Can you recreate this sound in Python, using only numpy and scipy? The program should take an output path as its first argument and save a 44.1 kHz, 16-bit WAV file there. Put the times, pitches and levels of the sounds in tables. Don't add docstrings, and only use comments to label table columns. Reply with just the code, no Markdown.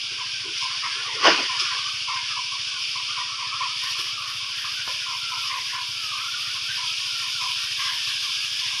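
import sys
import numpy as np
from scipy import signal
from scipy.fft import rfft, irfft, next_fast_len
from scipy.io import wavfile
from scipy.ndimage import uniform_filter1d, map_coordinates

SR = 44100
rng = np.random.default_rng(int(sys.argv[2]) if len(sys.argv) > 2 else 0)


def store_wav(level_fs):
    pcm = np.round(np.clip(np.atleast_2d(level_fs), -1, 1) * 32767)
    wavfile.write(sys.argv[1], SR, pcm.T.astype(np.int16))


def invert_db(x):
    u = np.asarray(x, float) / 20
    return 10 ** u


N = 388080

# time in seconds, hiss level in dB.
JET = [(0, -30.5), (.55, -29.5), (.86, -28), (1.15, -29.5), (1.5, -27), (1.68, -28), (1.92, -29.5),
       (2.15, -29), (3.1, -28.5), (3.55, -31), (3.85, -27), (4.2, -31), (4.9, -29), (6, -29.5), (6.5, -29),
       (7.4, -27), (8.8, -27)]
# start in seconds, length in seconds, hiss level in dB.
FLICKS = [
    (.582, 0.05, -30.5),
    (1.598, 0.012, -23),
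    (1.64, 0.16, -32.5),
    (3.99, 0.024, -31),
]
# frequency in Hz, density in dB per Hz.
FAR_HISS = [(1150, -28), (2000, -19), (2270, -1.5), (2410, -0.5), (3010, 2), (3970, -12), (4580, 1),
            (5100, 0.5), (5850, -4), (6190, -22.5), (6740, -19), (7340, -69), (7600, -47), (9880, -62),
            (16700, -120)]
# frequency in Hz, density in dB per Hz.
NEAR_HISS = [(1150, -22), (2000, -25), (2290, -5), (3180, 0.5), (3610, -1), (3990, -9), (4740, -2.5),
             (5070, -0.5), (7600, -24.5), (9880, -59), (16700, -120)]
# time in seconds, share of the nearer hiss from 0 to 1.
TURN = [(3.3, 0.6), (4, 0.66), (6.5, 0.8), (7.6, 1)]
# frequency in Hz, density in dB per Hz.
MIST = [(6500, -32), (7400, -7.5), (8200, -1), (10000, 2), (10900, -5.5), (11800, -60), (14000, -37)]
# frequency in Hz, density in dB per Hz.
FINE = [(9500, -9), (11200, -4), (12500, -11), (14000, -21.5), (15500, -21)]
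# start in seconds, length in seconds, level in dB re hiss.
DRIFTS = [(.565, .03, -39), (1.6, .05, -42), (1.93, .045, -35), (2.8, 0.27, -38), (3.72, .1, -35),
          (3.84, 0.08, -25), (3.98, .07, -25), (4.06, .06, -31), (4.2, 0.098, -26), (4.28, .09, -25),
          (4.46, .05, -27), (4.56, .2, -25), (4.85, .13, -26), (5.02, .21, -27), (5.28, 0.39, -26.5),
          (5.7, .06, -26), (5.8, .03, -28), (5.87, 0.23, -25.5), (6.13, 0.2, -26.5), (6.37, 0.3, -26),
          (6.72, 0.52, -26.5), (7.27, .11, -27), (7.42, 0.93, -25.5), (8.41, .33, -27), (8.78, .05, -27)]
# time in seconds, peak level in dB.
DROPS = [
    (3.8385, -30),
    (3.8415, -36),
    (4.0018, -44),
]

# start in seconds, length in seconds, level in dB, cavity note in Hz.
THICK = [(.198, 0.025, -36, 1050), (.44, 0.047, -47.5, 1050), (.622, 0.039, -33, 1048),
         (.84, 0.023, -29, 1027), (1.09, 0.035, -35.5, 960), (1.495, 0.065, -32, 1024),
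         (1.71, 0.062, -33, 1069), (2.088, 0.12, -29.5, 1038), (2.37, 0.02, -31.5, 1043),
         (2.52, 0.044, -37, 1090), (2.72, 0.1, -41.5, 1095), (2.96, 0.036, -34.5, 1038),
         (3.172, 0.052, -32.5, 1038), (3.385, 0.083, -34, 1052), (3.608, 0.043, -27, 1060),
         (3.83, 0.07, -37.5, 1065), (4.412, 0.082, -40.5, 1083), (4.873, 0.03, -36.5, 1017),
         (5.07, 0.082, -35.5, 1048), (5.325, 0.034, -33.5, 1010), (5.51, 0.067, -29.5, 1040),
         (5.735, 0.089, -35.5, 1040), (6.12, 0.14, -36, 1092), (6.783, 0.065, -37.5, 1020),
         (7.0, 0.1, -46, 1052), (7.23, 0.054, -40, 1050), (7.415, 0.088, -34, 1040),
         (7.795, 0.077, -33, 1075), (8.072, 0.048, -43, 1096), (7.9, 0.082, -44.5, 960),
         (8.62, 0.062, -46, 980), (8.7, 0.1, -42, 1052),
         (0.707, 0.057, -40, 1095), (0.911, 0.13, -41, 1070), (1.052, 0.029, -36, 1105),
          (1.184, 0.048, -36, 1128), (1.591, 0.11, -34, 1145), (1.787, 0.023, -36.5, 1140),
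          (1.853, 0.065, -36.5, 1153), (2.305, 0.045, -38.5, 1208), (3.094, 0.022, -37, 1166),
          (3.295, 0.049, -38.5, 1156), (3.53, 0.018, -31.5, 1134), (3.959, 0.054, -37, 1116),
          (4.072, 0.033, -40, 1166), (4.181, 0.14, -35.5, 1153), (4.647, 0.032, -36.5, 1153),
          (5.434, 0.056, -37, 1148), (6.017, 0.036, -50, 1224), (6.362, 0.05, -44, 1170),
          (6.457, .03, -46, 1160), (6.552, 0.026, -39, 1117), (7.597, .05, -48, 1140),
          (7.89, 0.057, -44.5, 1050), (8.231, 0.07, -42, 1086), (8.43, 0.051, -48, 1194)]
# frequency in Hz, gain in dB.
CANE_GAIN = [(780, -22), (850, -4), (930, -1.5), (1000, -1), (1400, -0.5)]
# start in seconds, length in seconds, level in dB, cavity note in Hz, glide in Hz per s.
THIN = [(0.43, 0.15, -52, 1414, -300), (.7, 0.084, -48, 1420, 2500), (.831, .06, -39.5, 1270, -200),
        (0.972, 0.046, -39.5, 1393, 1800), (1.17, 0.036, -40, 1420, 800), (1.49, 0.046, -44, 1380, -1500),
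        (1.577, 0.15, -43.5, 1406, -200), (2.087, 0.035, -44, 1340, -1500),
        (2.269, 0.087, -46, 1334, -3000), (2.682, .1, -49, 1500, -1000), (3.08, .06, -48, 1384, 300),
        (3.18, .03, -46, 1380, -500), (3.29, 0.094, -46, 1322, 900), (3.519, .05, -40.5, 1290, 1500),
        (3.598, 0.13, -44, 1316, -900), (3.973, 0.067, -45.5, 1345, -800), (4.12, .14, -47, 1355, 900),
        (4.27, 0.094, -53.5, 1380, -900), (4.408, .05, -49, 1400, -800), (4.517, 0.068, -47, 1380, 500),
        (4.646, .07, -46, 1303, -2500), (4.79, .12, -42, 1423, -100), (5.004, .12, -45.5, 1412, -1800),
        (5.223, 0.053, -41, 1380, -400), (5.3, 0.21, -42.5, 1270, -500), (5.366, 0.055, -42.5, 1450, 2000),
        (5.709, 0.094, -43, 1414, -300), (5.925, 0.18, -48, 1317, -900), (6.15, 0.14, -43, 1290, 1500),
        (6.343, .033, -42, 1416, -200), (6.44, 0.088, -43, 1418, 2202), (6.55, .05, -50.5, 1325, -2000),
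        (6.677, .035, -39.5, 1480, 2500), (6.755, .07, -47, 1400, -1800), (6.873, 0.063, -42.5, 1317, 1200),
        (7.06, .17, -46, 1386, -500), (7.34, .09, -43.5, 1360, -3000), (7.581, 0.028, -44, 1350, 500),
        (7.806, .1, -48, 1270, -1200), (8.304, 0.15, -53, 1310, -900)]
# start in seconds, length in seconds, level in dB, slat note in Hz.
SPLASHES = [(.1, 0.82, -48, 1592), (.835, 0.026, -38.5, 1810), (.9, 0.31, -44, 1663),
            (1.47, 0.31, -40.5, 1705), (1.8, 0.16, -47, 1620), (2.13, 0.044, -40.5, 1910),
            (2.22, .12, -45, 1720), (2.7, 0.06, -52, 1640), (3.18, 0.058, -46, 1790),
            (3.4, 0.098, -47, 2000), (3.59, 0.047, -43, 1850), (3.82, 0.08, -40.5, 1860),
            (3.98, 0.06, -47, 1650), (4.28, 0.051, -45, 1780), (4.55, 0.16, -44, 1695),
            (4.78, 0.14, -45, 1665), (4.98, .05, -47, 1566), (5.27, 0.11, -48, 1620),
            (5.5, 0.056, -41.5, 1940), (5.7, 0.095, -41.5, 1610), (6.0, 0.18, -49, 1576),
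            (6.3, 0.04, -51, 1710), (6.45, 0.032, -47, 1830), (6.7, 0.083, -44, 1660),
            (7.0, 0.048, -49.5, 1790), (7.18, 0.085, -45.5, 1710), (7.44, 0.033, -48, 1820),
            (7.58, 0.14, -46, 1750), (7.79, 0.13, -39, 1720), (7.95, 0.31, -44.5, 1724),
            (8.36, 0.42, -46.5, 1720)]
# frequency in Hz, density in dB per Hz.
SLATS = [(1400, -7), (1560, -2.5), (1750, -4), (2000, -1), (2200, -2)]

# start in seconds, length in seconds, body level in dB, weave rasp level in dB.
STROKES = [
    (1.212, .015, -34.5, -32),
    (1.243, 0.012, -20.5, -17.5),
    (1.258, 0.02, -20.5, -15.5),
    (1.318, .01, -27, -27),
    (1.378, 0.027, -30, -32),
]
# frequency in Hz, density in dB per Hz.
SACK = [(88, -75), (150, -35.5), (310, -15.5), (754, -14.5), (1160, -4.5), (1280, -13), (1430, -13.5),
        (2000, -29), (2600, -39), (4400, -120)]
# frequency in Hz, density in dB per Hz.
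WEAVE = [(880, -40), (1500, 3), (1630, -3.5), (2300, 1.5), (3060, 2.5), (3800, -8.5), (4870, 0.5),
         (5530, -6.5), (7240, -28.5), (10000, -40), (12500, -66), (19800, -120)]
# resonance in Hz, width in Hz, level in dB.
POCKETS = [(334, 40, -12), (538, 33, -9), (1010, 39, 8), (1140, 63, 0), (1480, 70, -6), (1750, 40, -7),
           (1940, 30, -8), (2120, 32, -17)]
# start in seconds, peak in dB, ring in Hz, rise in seconds, t60 in seconds.
CREAKS = [(0.099, -45, 401, 0.023, 0.25), (0.442, -37, 380, 0.017, 0.27), (0.949, -41, 428, 0.03, 0.3),
          (1.064, -38.5, 442, 0.034, 0.28), (1.147, -32, 460, 0.016, 0.19),
          (1.385, -26.5, 326, 0.017, 0.13), (1.535, -43, 430, 0.02, 0.15), (1.603, -38, 350, 0.013, 0.13),
          (1.745, -42, 467, 0.019, 0.16), (.72, -50, 800, 0.053, 0.57), (1.0, -47, 785, 0.034, 0.53),
          (1.5, -44, 804, .03, 0.33), (1.7, -45, 834, 0.047, 0.45), (.85, -46, 303, .02, 0.17),
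          (3.984, -38, 406, 0.03, 0.19), (4.884, -38, 570, 0.006, 0.15), (4.95, -48, 600, 0.017, 0.18),
          (5.549, -46, 500, 0.027, 0.21), (7.419, -39, 780, 0.016, 0.15)]
# time in seconds, peak level in dB.
KNOCK = [
    (4.8774, -19),
]

# time in seconds, lead over a steady pace in firings.
LEAD = [(0, .33), (1.4, .345), (2, .355), (2.6, .385), (3.2, .4), (3.8, .358), (4.4, .285), (5, .232),
        (5.6, .266), (6.2, .195), (6.8, .239), (7.4, .234), (8, .304), (8.8, .22)]
# resonance in Hz, width in Hz, level in dB.
EXHAUST = [(68, 4.6, -11.5), (111.3, 25.3, 3), (135, 46, -2), (310, 120, -19)]
# frequency in Hz, density in dB per Hz.
AIR = [(25, -16), (60, -9), (150, -7.5), (250, -7.5), (500, -11), (850, -10), (1100, 1.5), (1500, -3.5),
       (2200, -16)]
# frequency in Hz, density in dB per Hz.
SELF = [(9000, -10), (11000, -4), (15500, 3)]


def spray():
    flick_db = swells(FLICKS, rise_db_s=800, fall_db_s=250)[0]
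    hiss_db = 10 * np.log10(invert_db(2 * curves(JET)[0]) + invert_db(2 * flick_db))
    pump_db = 0.36 * np.cos(2 * np.pi * (crank() - 0.1))
    hiss_db = hiss_db + pump_db + 0.5 * wobble(25) + 0.17 * wobble(8)
    fine_db = swells(DRIFTS, rise_db_s=300, fall_db_s=250, rest_db=-44.5)[0]

    near = np.clip(curves(TURN)[0], 0, 1)
    hiss = np.sqrt(1 - near) * rush(FAR_HISS, patchy_db=1.1)
    hiss = hiss + np.sqrt(near) * rush(NEAR_HISS, patchy_db=0.9)

    far_mist_db, near_mist_db = -26.5, -22.5
    steady_db = far_mist_db + (near_mist_db - far_mist_db) * near
    cloud = np.hypot(invert_db(steady_db), invert_db(fine_db - 3))
    mist = cloud * rush(MIST, patchy_db=1.0)
    fine = invert_db(fine_db + 1.8 * wobble(20)) * rush(FINE, patchy_db=2.0)
    return invert_db(hiss_db) * (hiss + mist + fine) + drops()


def drops():
    out, t = np.zeros(N), np.arange(SR // 10) / SR
    for s, db in DROPS:
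        tick = np.sin(2 * np.pi * 11000 * t + 1.1 * rng.standard_normal(len(t)))
        out[round(s * SR):][:len(t)] += invert_db(db - 3 - 60 * t / 0.012) * tick
    return out


def thick_canes():
    thick_db, thick_hz = swells(THICK, rise_db_s=1100, fall_db_s=476, rest_db=-60.5, rest_hz=1187,
                                sag_hz_s=394, droop_db_s=41)
    f, db = np.transpose(CANE_GAIN)
    low = gurgle(1.01 * thick_hz, count=1200, spread=0.041, cycles=23.5, fall=0.15)
    low = filtered(low, lambda hz: invert_db(np.interp(hz, f, db)))
    octave = gurgle(2.2 * thick_hz, count=1100, spread=0.076, cycles=36, fall=0.012)
    under = gurgle(0.52 * thick_hz, count=300, spread=0.019, cycles=23.2, fall=0.023)
    return invert_db(thick_db) * (low + invert_db(-7.5) * octave + invert_db(-33) * under)


def thin_canes():
    murmur_db = -56.5
    thin_db, thin_hz = swells(THIN, rise_db_s=450, fall_db_s=550, rest_db=murmur_db, rest_hz=1380,
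                              sag_hz_s=-np.array(THIN)[:, -1:])
    thin_db = thin_db + 2.6 * wobble(14)
    looseness = invert_db(2 * (murmur_db - thin_db))
    thin_hz = thin_hz * np.exp(0.079 * looseness * wobble(7.7))
    tones = gurgle(thin_hz, count=600, spread=0.025, cycles=36, fall=0.033)

    splash_db, slat_hz = swells(SPLASHES, rise_db_s=348, fall_db_s=254, rest_db=-55, rest_hz=1613)
    slat_hz = slat_hz * np.exp(0.0472 * wobble(8))
    slats = gurgle(slat_hz, count=750, spread=0.021, cycles=44.3, fall=0.028)
    splash = invert_db(-3.0) * slats + invert_db(-1.5) * rush(SLATS, patchy_db=5)

    stroke_db = 1.7 * np.cos(2 * np.pi * (crank() - 0.15))
    return invert_db(stroke_db) * (invert_db(thin_db) * tones + invert_db(splash_db) * splash)


def gurgle(note_hz, count, spread, cycles, fall):
    start = ((np.arange(count) + rng.random(count)) * (N / count)).astype(int)
    steps = np.arange(int(1.15 * SR * cycles / note_hz.min()))
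    hz = note_hz[np.minimum(start + len(steps) // 3, N - 1)]
    hz = hz * np.exp(spread * rng.standard_normal(count))
    u = np.float32(steps / SR) * np.float32(hz / cycles)[:, None]
    envelope = np.sin(np.pi * np.minimum(u, 1)) ** 2
    tone = envelope * np.sin(2 * np.pi * cycles * u * (1 + fall / 2 - fall * u / 2))
    places = start[:, None] + steps
    return unit(np.bincount(places.ravel(), tone.ravel(), N + SR)[:N])


def sack():
    s, length, body_peak, rasp_peak = np.transpose(STROKES)
    body_db = swells(np.transpose([s, length, body_peak]), rise_db_s=800, fall_db_s=172)[0]
    rasp_db = swells(np.transpose([s, length, rasp_peak]), rise_db_s=800, fall_db_s=118)[0]
    lift_s, lift_db_s = 1.47, 700
    lift = invert_db(-lift_db_s * np.maximum(np.arange(N) / SR - lift_s, 0))
    grain = unit(invert_db(0.89 * wobble(400)))

    def pockets(f):
        modes = sum(invert_db(db) * ring(f, c, w) for c, w, db in POCKETS)
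        return modes * ring(f, 1160, 2200) / (1 + (f / 3500) ** 4)

    hollow = unit(filtered(rng.standard_normal(N), pockets))
    body = rush(SACK, patchy_db=4.5) + invert_db(-9.5) * hollow
    rasp = rush(WEAVE, patchy_db=3.0)
    return lift * grain * (invert_db(body_db) * body + invert_db(rasp_db) * rasp)


def floor():
    out, t = np.zeros(N + SR), np.arange(SR // 2) / SR
    wander = wobble(190) + 1j * wobble(190)
    for s, db, hz, rise, t60 in CREAKS:
        i = min(round(s * SR), N - len(t))
        shape = (1 - np.exp(-t / max(rise, 0.002))) * invert_db(db + 0.5 - 60 * t / max(t60, 0.02))
        creak = np.real(wander[i:i + len(t)] * np.exp(2j * np.pi * hz * t))
        out[round(s * SR):][:len(t)] += shape * creak
    for s, db in KNOCK:
        click = invert_db(-60 * t / 0.0068) * np.sin(2 * np.pi * 1250 * t)
        dull_noise = np.convolve(rng.standard_normal(len(t)), np.ones(24), "same")
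        puff = invert_db(-38 - 60 * t / 0.057) * dull_noise
        thud = invert_db(-28 - 60 * t / 0.18) * (1 - np.exp(-t / 0.008)) * np.sin(2 * np.pi * 72 * t)
        out[round(s * SR):][:len(t)] += invert_db(db) * (click + puff + thud)
    return out[:N]


def engine():
    firing = np.diff(np.floor(crank() + 0.17), prepend=0) > 0
    puffs = firing * invert_db(2.2 * wobble(22))

    def exhaust(f):
        pipe = sum((-1) ** k * invert_db(db) * ring(f, c, w) for k, (c, w, db) in enumerate(EXHAUST))
        echo = invert_db(-6.0) * np.exp(-2j * np.pi * f * 0.0283) / (1 + 1j * f / 130)
        return pipe * ring(f, 91, 150) * (1 + echo)

    thump = unit(filtered(puffs, exhaust))
    chuff = invert_db(1.1 * np.cos(2 * np.pi * (crank() - 0.06)))
    return invert_db(-56.5) * thump + invert_db(-52.5) * chuff * rush(AIR, patchy_db=-0.5)


def crank():
    return 13.7 * np.arange(N) / SR + curves(LEAD)[0]


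def shed(x):
    tail = invert_db(-60 * np.arange(SR // 3) / SR / 0.48) * rng.standard_normal(SR // 3)
    return x + invert_db(-9) * signal.fftconvolve(x, tail / np.linalg.norm(tail))[:N]


def rush(spectrum, patchy_db):
    z = signal.stft(rng.standard_normal(N), nperseg=512)[2]
    field = uniform_filter1d(rng.standard_normal(z.shape), size=6, axis=0)
    field = uniform_filter1d(field, size=10, axis=1)
    noise = signal.istft(z * invert_db(patchy_db * unit(field)), nperseg=512)[1][:N]
    f, db = np.transpose(spectrum)
    return unit(filtered(noise, lambda hz: invert_db(np.interp(np.log(hz + 1), np.log(f), db, -120, -120))))


def swells(rows, rise_db_s, fall_db_s, rest_db=-120, rest_hz=0, sag_hz_s=0, droop_db_s=0):
    t = np.arange(N // 44 + 2) * 44 / SR
    s, length, db, *hz = np.transpose(rows)[:, :, None]
    droop = droop_db_s * np.clip(t - s, 0, length)
    slope = np.maximum(rise_db_s * (s - t), fall_db_s * (t - s - length))
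    power = invert_db(2 * (db - droop - np.maximum(slope, 0)))
    total = power.sum(axis=0) + invert_db(2 * rest_db)
    note = hz[0] - sag_hz_s * np.clip(t - s - length / 2, -length, length) if hz else 0
    mean_hz = ((power * note).sum(axis=0) + invert_db(2 * rest_db) * rest_hz) / total
    return curves(np.transpose([t, 10 * np.log10(total), mean_hz]))


def ring(f, c, w):
    return 1j * f * w / (c * c - f * f + 1j * f * w)


def filtered(x, response):
    m = next_fast_len(N + SR // 2)
    return irfft(rfft(x, m) * response(np.fft.rfftfreq(m, 1 / SR)), m)[:N]


def wobble(rate):
    knots = rng.standard_normal(int(N * rate / SR) + 4)
    return map_coordinates(knots, [np.arange(N) * rate / SR])


def curves(rows):
    s, *cols = np.transpose(rows)
    return [np.interp(np.arange(N) / SR, s, c) for c in cols]


def unit(x):
    return x / np.sqrt(np.mean(np.abs(x) ** 2) + 1e-20)


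def scene():
    canes = shed(thick_canes() + thin_canes())
    mono = spray() + canes + sack() + floor() + engine()
    return np.array([mono, mono])


def low_pass(x):
    return signal.sosfilt(signal.butter(12, 15400, fs=SR, output="sos"), x)


def record(dry):
    def colour(f):
        notch = 1 - 0.64 * np.exp(-((f - 7350) / 200) ** 2) - 0.26 * np.exp(-((f - 6180) / 120) ** 2)
        bass_cut = (1j * f / (30 + 1j * f)) ** 2
        return notch * bass_cut * (f < 15460)

    heard = filtered(dry[0] + invert_db(-76) * rush(SELF, patchy_db=1.1), colour)
    return low_pass(np.array([heard, heard]))


dry = scene()
out = record(dry)
store_wav(out)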